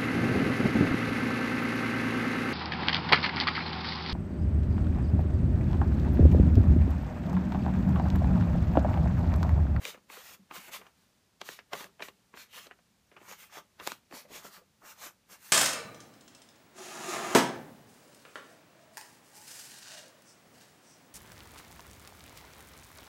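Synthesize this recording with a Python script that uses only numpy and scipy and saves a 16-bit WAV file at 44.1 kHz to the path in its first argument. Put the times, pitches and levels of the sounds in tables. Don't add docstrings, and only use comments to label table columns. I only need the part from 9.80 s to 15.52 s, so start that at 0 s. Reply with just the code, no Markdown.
import sys
import numpy as np
from scipy import signal
from scipy.fft import rfft, irfft, next_fast_len
from scipy.io import wavfile
from scipy.ndimage import map_coordinates

SR = 44100
rng = np.random.default_rng(int(sys.argv[2]) if len(sys.argv) > 2 else 0)


def output_pcm(signal):
    pcm = np.clip(np.atleast_2d(signal).T, -1, 1) * 32767
    wavfile.write(sys.argv[1], SR, np.round(pcm).astype(np.int16))


N = 252252

# start/s, speed-up/s, glide/s, slow-down/s, slide level/dB,
# hiss re slide/dB, crumple re slide/dB, wide fold f/Hz, tight crease f/Hz, height of both resonances/dB
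ARM_STROKES = [(-0.015, 0.041, 0.011, 0.027, -56, 2, -7, 443, 3680, -0.5),
               (0.015, 0.044, 0.024, 0.082, -44.5, -3, -9, 443, 3800, 4),
               (0.276, 0.047, 0.076, 0.075, -54, 0, -2.5, 490, 3480, 2),
               (0.38, 0.074, 0.089, 0.028, -56, 2, -7, 490, 3480, 0),
               (0.703, 0.059, 0.0056, .05, -48.5, 1, -1, 740, 3920, 2.5),
               (0.77, 0.038, 0.078, 0.038, -56, 1, -2.5, 706, 2440, 3),
               (0.903, 0.031, 0.014, 0.067, -45.5, 0, -5, 1090, 3360, 1.5),
               (0.98, 0.036, 0.064, 0.04, -73, -2, 7.5, 1110, 2400, -2),
               (1.13, .06, .02, 0.14, -76.5, 0, -6, 1100, 4500, 2.5),
               (1.61, 0.066, .045, 0.1, -53, -1, -7.5, 1660, 1900, -2),
               (1.905, 0.054, 0.051, 0.087, -50.5, 0, -2, 1060, 3380, 3.5),
               (2.193, 0.049, 0.014, 0.06, -53.5, 0.5, -1, 816, 2180, 2.5),
               (2.531, 0.061, 0.021, 0.068, -53.5, -1, -9, 1480, 1900, 3),
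               (2.68, 0.09, 0.011, 0.064, -49.5, -0.5, -8.5, 456, 3330, 7),
               (2.785, 0.034, 0.029, 0.054, -56.5, -3, -5, 457, 3060, 2),
               (3.34, 0.18, 0.014, 0.035, -62, 4, 6, 567, 6400, 3.5),
               (3.458, 0.044, .006, 0.097, -53, -2, -14, 570, 6500, 3.5),
               (3.549, 0.058, 0.011, 0.1, -58, 5, -6.5, 1350, 2380, 4),
               (3.693, 0.054, 0.035, 0.041, -52, -2.5, -0.5, 670, 5560, 3.5),
               (3.984, 0.085, 0.022, 0.098, -49.5, 1.5, -7, 1390, 3600, 3),
               (4.298, .056, .024, 0.086, -53, 4, -2, 504, 4770, 8.5),
               (4.478, .077, 0.0076, 0.09, -48.5, -1, -4, 674, 7700, 1.5),
               (4.61, 0.044, 0.0093, 0.057, -53.5, 2, -4.5, 430, 6840, 1.5),
               (4.685, .05, 0.026, 0.058, -57.5, 2.5, 0, 1100, 4700, 6.5),
               (5.003, 0.083, 0.017, 0.067, -56, 4, -1.5, 1320, 5840, 4.5),
               (5.15, 0.099, 0.0041, 0.073, -48.5, 2.5, 0, 570, 5700, 5.5),
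               (5.474, 0.052, 0.0049, 0.059, -55, 4.5, -5, 1560, 5430, 4.5),
               (5.55, 0.12, .055, .06, -57, 6, -8.5, 970, 1960, 4)]
# t/s, sleeve flap level/dB, crumple level/dB
CLOTH_TUGS = [(0.017, -55.5, -52.5), (0.144, -58.5, -53), (0.509, -60, -57), (0.891, -55, -51.5),
              (0.995, -58, -70), (1.939, -49.5, -42), (2.054, -59, -58), (2.771, -70, -50.5),
              (2.867, -60, -64), (3.485, -61.5, -69), (3.776, -60, -50), (4.009, -50.5, -49.5),
              (4.331, -50.5, -47.5), (4.453, -62.5, -63), (4.51, -52, -59), (4.555, -53, -53),
              (4.65, -53, -54), (4.78, -59.5, -63), (5.035, -58, -58), (5.2, -76, -61), (5.268, -75, -56),
              (5.5, -66, -64), (5.528, -60.5, -61)]
# t/s, level/dB, ring f/Hz, thud trim/dB, crispness trim/dB, base t60/s
BUCKLES = [(0.0526, -36.5, 2420, -22, -1.5, 0.019), (0.1458, -48.5, 547, -9, -22, .04),
           (0.1755, -57.5, 990, 4, -20, 0.049), (0.3006, -47, 1010, -5, -24, 0.022),
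           (0.371, -47.5, 1140, -19, -18, 0.053), (0.7105, -41, 1140, -6.5, -19, 0.031),
           (0.7226, -51, 810, 2, -14, 0.04), (0.764, -43.5, 1280, -28, -13, 0.024),
           (1.015, -51.5, 1030, -18, -25, 0.058), (1.0665, -53, 1200, -8, -8, 0.042),
           (1.615, -39.5, 910, -4.5, -1, .03), (1.6896, -38.5, 1900, -3, -9, 0.014),
           (1.79, -45, 1830, -17, -8.5, 0.07), (1.9329, -30, 680, -12, -7.5, 0.033),
           (2.006, -43.5, 1060, 2.5, -8, 0.057), (2.043, -47, 1610, -14, -3.5, 0.02),
           (2.1954, -49, 600, -11, -18, .03), (2.2045, -42.5, 910, 0, -24, 0.049),
           (2.2229, -36, 2100, -9, -4, 0.07), (2.2843, -46, 1100, -2, -3, 0.059),
           (2.54, -47.5, 1110, 1, -20, 0.12), (2.573, -46.5, 1600, -15, -23, 0.039),
           (2.8683, -53, 1330, 0, 0.5, 0.036), (2.9114, -45.5, 1520, -8, -20, 0.066),
           (2.989, -63, 600, -9, -30, 0.049), (3.316, -55, 475, 1.5, -27, 0.2),
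           (3.3661, -47.5, 1100, -6.5, -24, 0.1), (3.4038, -59, 750, -1, -23, 0.072),
           (3.415, -55.5, 830, 7.5, -22, 0.054), (3.5131, -46, 540, -7, -27, 0.013),
           (3.7708, -47.5, 674, 1, -20, 0.032), (3.999, -44.5, 970, -6, -2.5, 0.075),
           (4.0678, -41, 1200, -12, -2, 0.022), (4.0739, -30.5, 955, -10.5, 0, 0.0087),
           (4.119, -37.5, 1240, -7.5, -2, .024), (4.3121, -55, 700, 9, -30, 0.029),
           (4.325, -46.5, 950, -7, -13, 0.023)]
# t/s, base level/dB, f/Hz, t60/s
AIR_PATS = [(0.011, -58, 103, 0.057), (.055, -44, 534, .037), (.08, -47.5, 462, 0.043),
            (.373, -51, 503, 0.058), (0.594, -59, 191, 0.16), (0.777, -56, 223, 0.092),
            (1.933, -38, 517, 0.021), (4.0741, -26.5, 910, 0.0085), (4.122, -50.5, 242, 0.02),
            (4.334, -49.5, 244, 0.052), (4.452, -57.5, 676, 0.036), (4.814, -62, 558, 0.055),
            (5.018, -61, 1210, 0.067), (5.262, -55, 330, 0.036)]

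# f/Hz, level/dB
RASP_EQ = [(600, -26), (1400, -5), (2400, 0.5), (3600, -1.5), (5100, -5), (6800, -6), (9000, -18.5),
           (14000, -32)]
WEAVE_EQ = [(3500, -36), (5800, -3.5), (7100, 1), (8700, -0.5), (10400, -2), (11600, 1.5), (15200, 1.5)]
CRUMPLE_EQ = [(150, -39.5), (330, -18), (520, -5), (1100, 2), (2200, -4.5), (3300, -26), (6000, -39)]
FLAP_EQ = [(30, -12), (70, -12), (130, -5), (200, 3.5), (300, -2), (430, 1), (700, -1), (1500, -84)]
THUD_EQ = [(30, -57), (120, -9.5), (240, 1), (420, 3), (700, -29), (2000, -50)]
SHEET_EQ = [(100, -50), (330, -2), (550, 4.5), (900, 1), (1300, 1), (1900, 0), (2700, 0), (4000, -16),
            (9000, -40.5)]
CRACK_EQ = [(1200, -45), (2800, 4.5), (4000, 5), (6500, 0), (9000, -8), (15000, -13.5)]
ROOM_TONE_EQ = [(20, -29), (50, -2.5), (95, 1.5), (140, -0.5), (195, 3.5), (300, -6), (500, -8),
                (1000, -11), (2500, -13.5), (6000, -15), (10000, -20), (15000, -24)]
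# f/Hz, t60/s
ROOM_DECAY = [(150, 0.34), (1000, 0.18), (4000, 0.14), (14000, 0.16)]

REST_DB, EASE = -14, 1.716
SLIDE_POWER, WEAVE_POWER, CRUMPLE_POWER = 2.03, 2.14, 1.77
SLEEVE_DB = -19
TUG_RISE_S, TUG_FALL_S = 0.06, 0.15
FOLD_SAG_OCTAVES_PER_S = 0.55
STRAIN_DB, STRAIN_S = -16, 0.043
CRACK_TILT_DB, USUAL_T60_S = 5, 0.022
TOP_HZ = 15420


def jacket():
    slide_db, hiss_db, crumple_db = np.transpose(ARM_STROKES)[4:7]
    _, tug_flap_db, tug_crumple_db = np.transpose(CLOTH_TUGS)
    speeds, tugs = arm_speeds(), tug_envelopes()
    bending = speeds ** CRUMPLE_POWER
    crumple_gain = np.hypot(power_sum(slide_db + crumple_db, bending), power_sum(tug_crumple_db, tugs))
    flap_gain = np.hypot(power_sum(slide_db + SLEEVE_DB, bending), power_sum(tug_flap_db, tugs))
    grip = wobble(rate=70)
    rasp = power_sum(slide_db, speeds ** SLIDE_POWER) * threads(RASP_EQ)
    hiss = power_sum(slide_db + hiss_db, speeds ** WEAVE_POWER) * threads(WEAVE_EQ)
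    swish = amp(0.76 * grip) * (rasp + hiss)
    grains = shifting_folds(slips(rate=1600, spread_db=4.2), depth_db=2.8, width_hz=150, life_s=0.06)
    creases = crumple_gain * amp(2.5 * grip) * unit_rms(equalise(grains, CRUMPLE_EQ))
    sleeve = flap_gain * unit_rms(equalise(slips(rate=900, spread_db=2), FLAP_EQ))
    return fold_resonance(swish + creases, leading_stroke=speeds.argmax(axis=0)) + sleeve


def arm_speeds():
    t = np.arange(N) / SR
    from_glide = [np.maximum((start + rise - t) / rise, (t - start - rise - glide) / fall)
                  for start, rise, glide, fall, *_ in ARM_STROKES]
    return amp(REST_DB * np.clip(from_glide, 0, 3) ** EASE)


def tug_envelopes():
    t = np.arange(N) / SR
    from_peak = [np.maximum((peak - t) / TUG_RISE_S, (t - peak) / TUG_FALL_S) for peak, *_ in CLOTH_TUGS]
    return amp(-60 * np.minimum(from_peak, 2))


def threads(eq):
    friction = equalise(slips(rate=13000, spread_db=3.5), eq)
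    return shifting_folds(friction, depth_db=2.7, width_hz=230, life_s=0.1)


def slips(rate, spread_db):
    slipping = rng.random(N) < rate / SR
    strength = amp(spread_db * np.clip(rng.standard_normal(N), -2, 2))
    return unit_rms(slipping * strength * rng.choice([-1, 1], N))


def shifting_folds(x, depth_db, width_hz, life_s, size=512):
    hz, t, spectra = signal.stft(x, SR, nperseg=size)
    grid = np.meshgrid(hz / width_hz, t / life_s, indexing="ij")
    shading = map_coordinates(rng.standard_normal((size, size)), grid, mode="wrap")
    return unit_rms(signal.istft(spectra * amp(depth_db * shading), nperseg=size)[1][:N])


def fold_resonance(x, leading_stroke, size=512):
    hz, t, spectra = signal.stft(x, SR, nperseg=size)
    frame_at = np.minimum((t * SR).astype(int), N - 1)
    start, rise, *_, fold_hz, crease_hz, height_db = np.array(ARM_STROKES)[leading_stroke[frame_at]].T
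    sag_octaves = FOLD_SAG_OCTAVES_PER_S * np.clip(t - start - rise, -0.5, 0.5)
    bend = 2 ** (0.038 * wobble(rate=12)[frame_at] - sag_octaves)
    wide_fold = bell(hz[:, None], fold_hz * bend, octaves=0.16)
    tight_crease = bell(hz[:, None], crease_hz * bend, octaves=0.21)
    boost_db = height_db * (wide_fold + tight_crease - 0.2461)
    return signal.istft(spectra * amp(boost_db), nperseg=size)[1][:N]


def paper():
    out = np.zeros(N + SR)
    hz = np.geomspace(100, 9000, 80)
    for onset, db, ring_hz, thud_db, crisp_db, t60 in BUCKLES:
        at = round(onset * SR)
        patch_eq = np.transpose([hz, curve_at(SHEET_EQ, hz) + 7.2 * bell(hz, ring_hz, octaves=0.31)])
        thud = amp(thud_db - 6.5) * snap(THUD_EQ, t60 * 1.75, shiver=1.08)
        ring = amp(-0.57) * snap(patch_eq, t60 * 0.85, shiver=1.73)
        crack = amp(crisp_db - 2.5) * snap(tilted_crack_eq(t60), t60 * 0.5, shiver=3.5)
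        out[at:][:len(ring)] += amp(db) * (thud + ring + crack)
        creak_body = snap(patch_eq, STRAIN_S, shiver=12)
        creak_edge = amp(crisp_db) * snap(CRACK_EQ, STRAIN_S, shiver=9.1)
        creak = (creak_body + creak_edge)[:at][::-1]
        out[at - len(creak):at] += amp(db + STRAIN_DB) * creak
    return out[:N]


def snap(eq, t60, shiver, size=4096):
    t = np.arange(size) / SR
    pulse = t == 0
    flutter = rng.standard_normal(size) * amp(-60 * t / t60)
    sound = equalise(pulse + shiver * flutter / np.linalg.norm(flutter), eq)
    return sound * np.sqrt(0.007 * SR) / np.linalg.norm(sound)


def tilted_crack_eq(t60):
    hz, db = np.transpose(CRACK_EQ)
    db_per_octave = CRACK_TILT_DB * np.log2(USUAL_T60_S / t60)
    return np.transpose([hz, db + db_per_octave * np.log2(hz / hz[0])])


def air_pats(size=8192):
    out, t = np.zeros(N + SR), np.arange(size) / SR
    for onset, db, hz, t60 in AIR_PATS:
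        waver = 1 + 0.15 * wobble(rate=400)[:size]
        envelope = (1 - np.exp(-t / 0.0021)) * amp(-60 * t / t60)
        ring = envelope * np.sin(2 * np.pi * hz * np.cumsum(waver) / SR)
        out[round(onset * SR):][:size] += amp(db + 4.5) * ring / np.abs(ring).max()
    return out[:N]


def room_reverb(send, predelay_s=0.0045):
    hz, t, spectra = signal.stft(rng.standard_normal(SR // 2), SR, nperseg=256)
    decay = amp(-60 * t / curve_at(ROOM_DECAY, hz)[:, None])
    tail = signal.istft(spectra * decay, SR, nperseg=256)[1]
    tail = np.pad(tail, (round(predelay_s * SR), 0))
    return signal.fftconvolve(send, tail / np.linalg.norm(tail))[:N]


def room_tone():
    bed = unit_rms(equalise(rng.standard_normal(N), ROOM_TONE_EQ))
    return amp(-69.5 + 0.46 * wobble(rate=4.4)) * bed


def amp(db):
    return 10 ** (np.asarray(db) / 20)


def unit_rms(x):
    return x / np.sqrt(np.mean(x ** 2) + 1e-20)


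def power_sum(db, envelopes):
    return np.sqrt(amp(db) ** 2 @ envelopes ** 2)


def wobble(rate):
    knots = rng.standard_normal(int(N * rate / SR) + 4)
    return map_coordinates(knots, [np.arange(N) * rate / SR])


def curve_at(points, hz):
    point_hz, values = np.transpose(points)
    return np.interp(np.log(hz + 1), np.log(point_hz + 1), values)


def bell(hz, centre_hz, octaves):
    return np.exp(-0.5 * (np.log2((hz + 1) / centre_hz) / octaves) ** 2)


def equalise(x, eq):
    size = 2 * next_fast_len(len(x))
    gain = amp(curve_at(eq, np.fft.rfftfreq(size, 1 / SR)))
    cepstrum = irfft(np.log(gain))
    cepstrum[1:size // 2] *= 2
    cepstrum[size // 2 + 1:] = 0
    return irfft(rfft(x, size) * np.exp(rfft(cepstrum)))[:len(x)]


def scene():
    cloth = jacket()
    accents = paper() + air_pats()
    reverb = room_reverb(amp(-10.5) * cloth + amp(-14.5) * accents)
    return (cloth + accents + reverb + room_tone())[None]


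def record(dry):
    size = next_fast_len(N + SR)
    passband = np.fft.rfftfreq(size, 1 / SR) < TOP_HZ
    return irfft(rfft(dry, size) * passband, size)[:, :N]


dry = scene()
out = record(dry)
output_pcm(out)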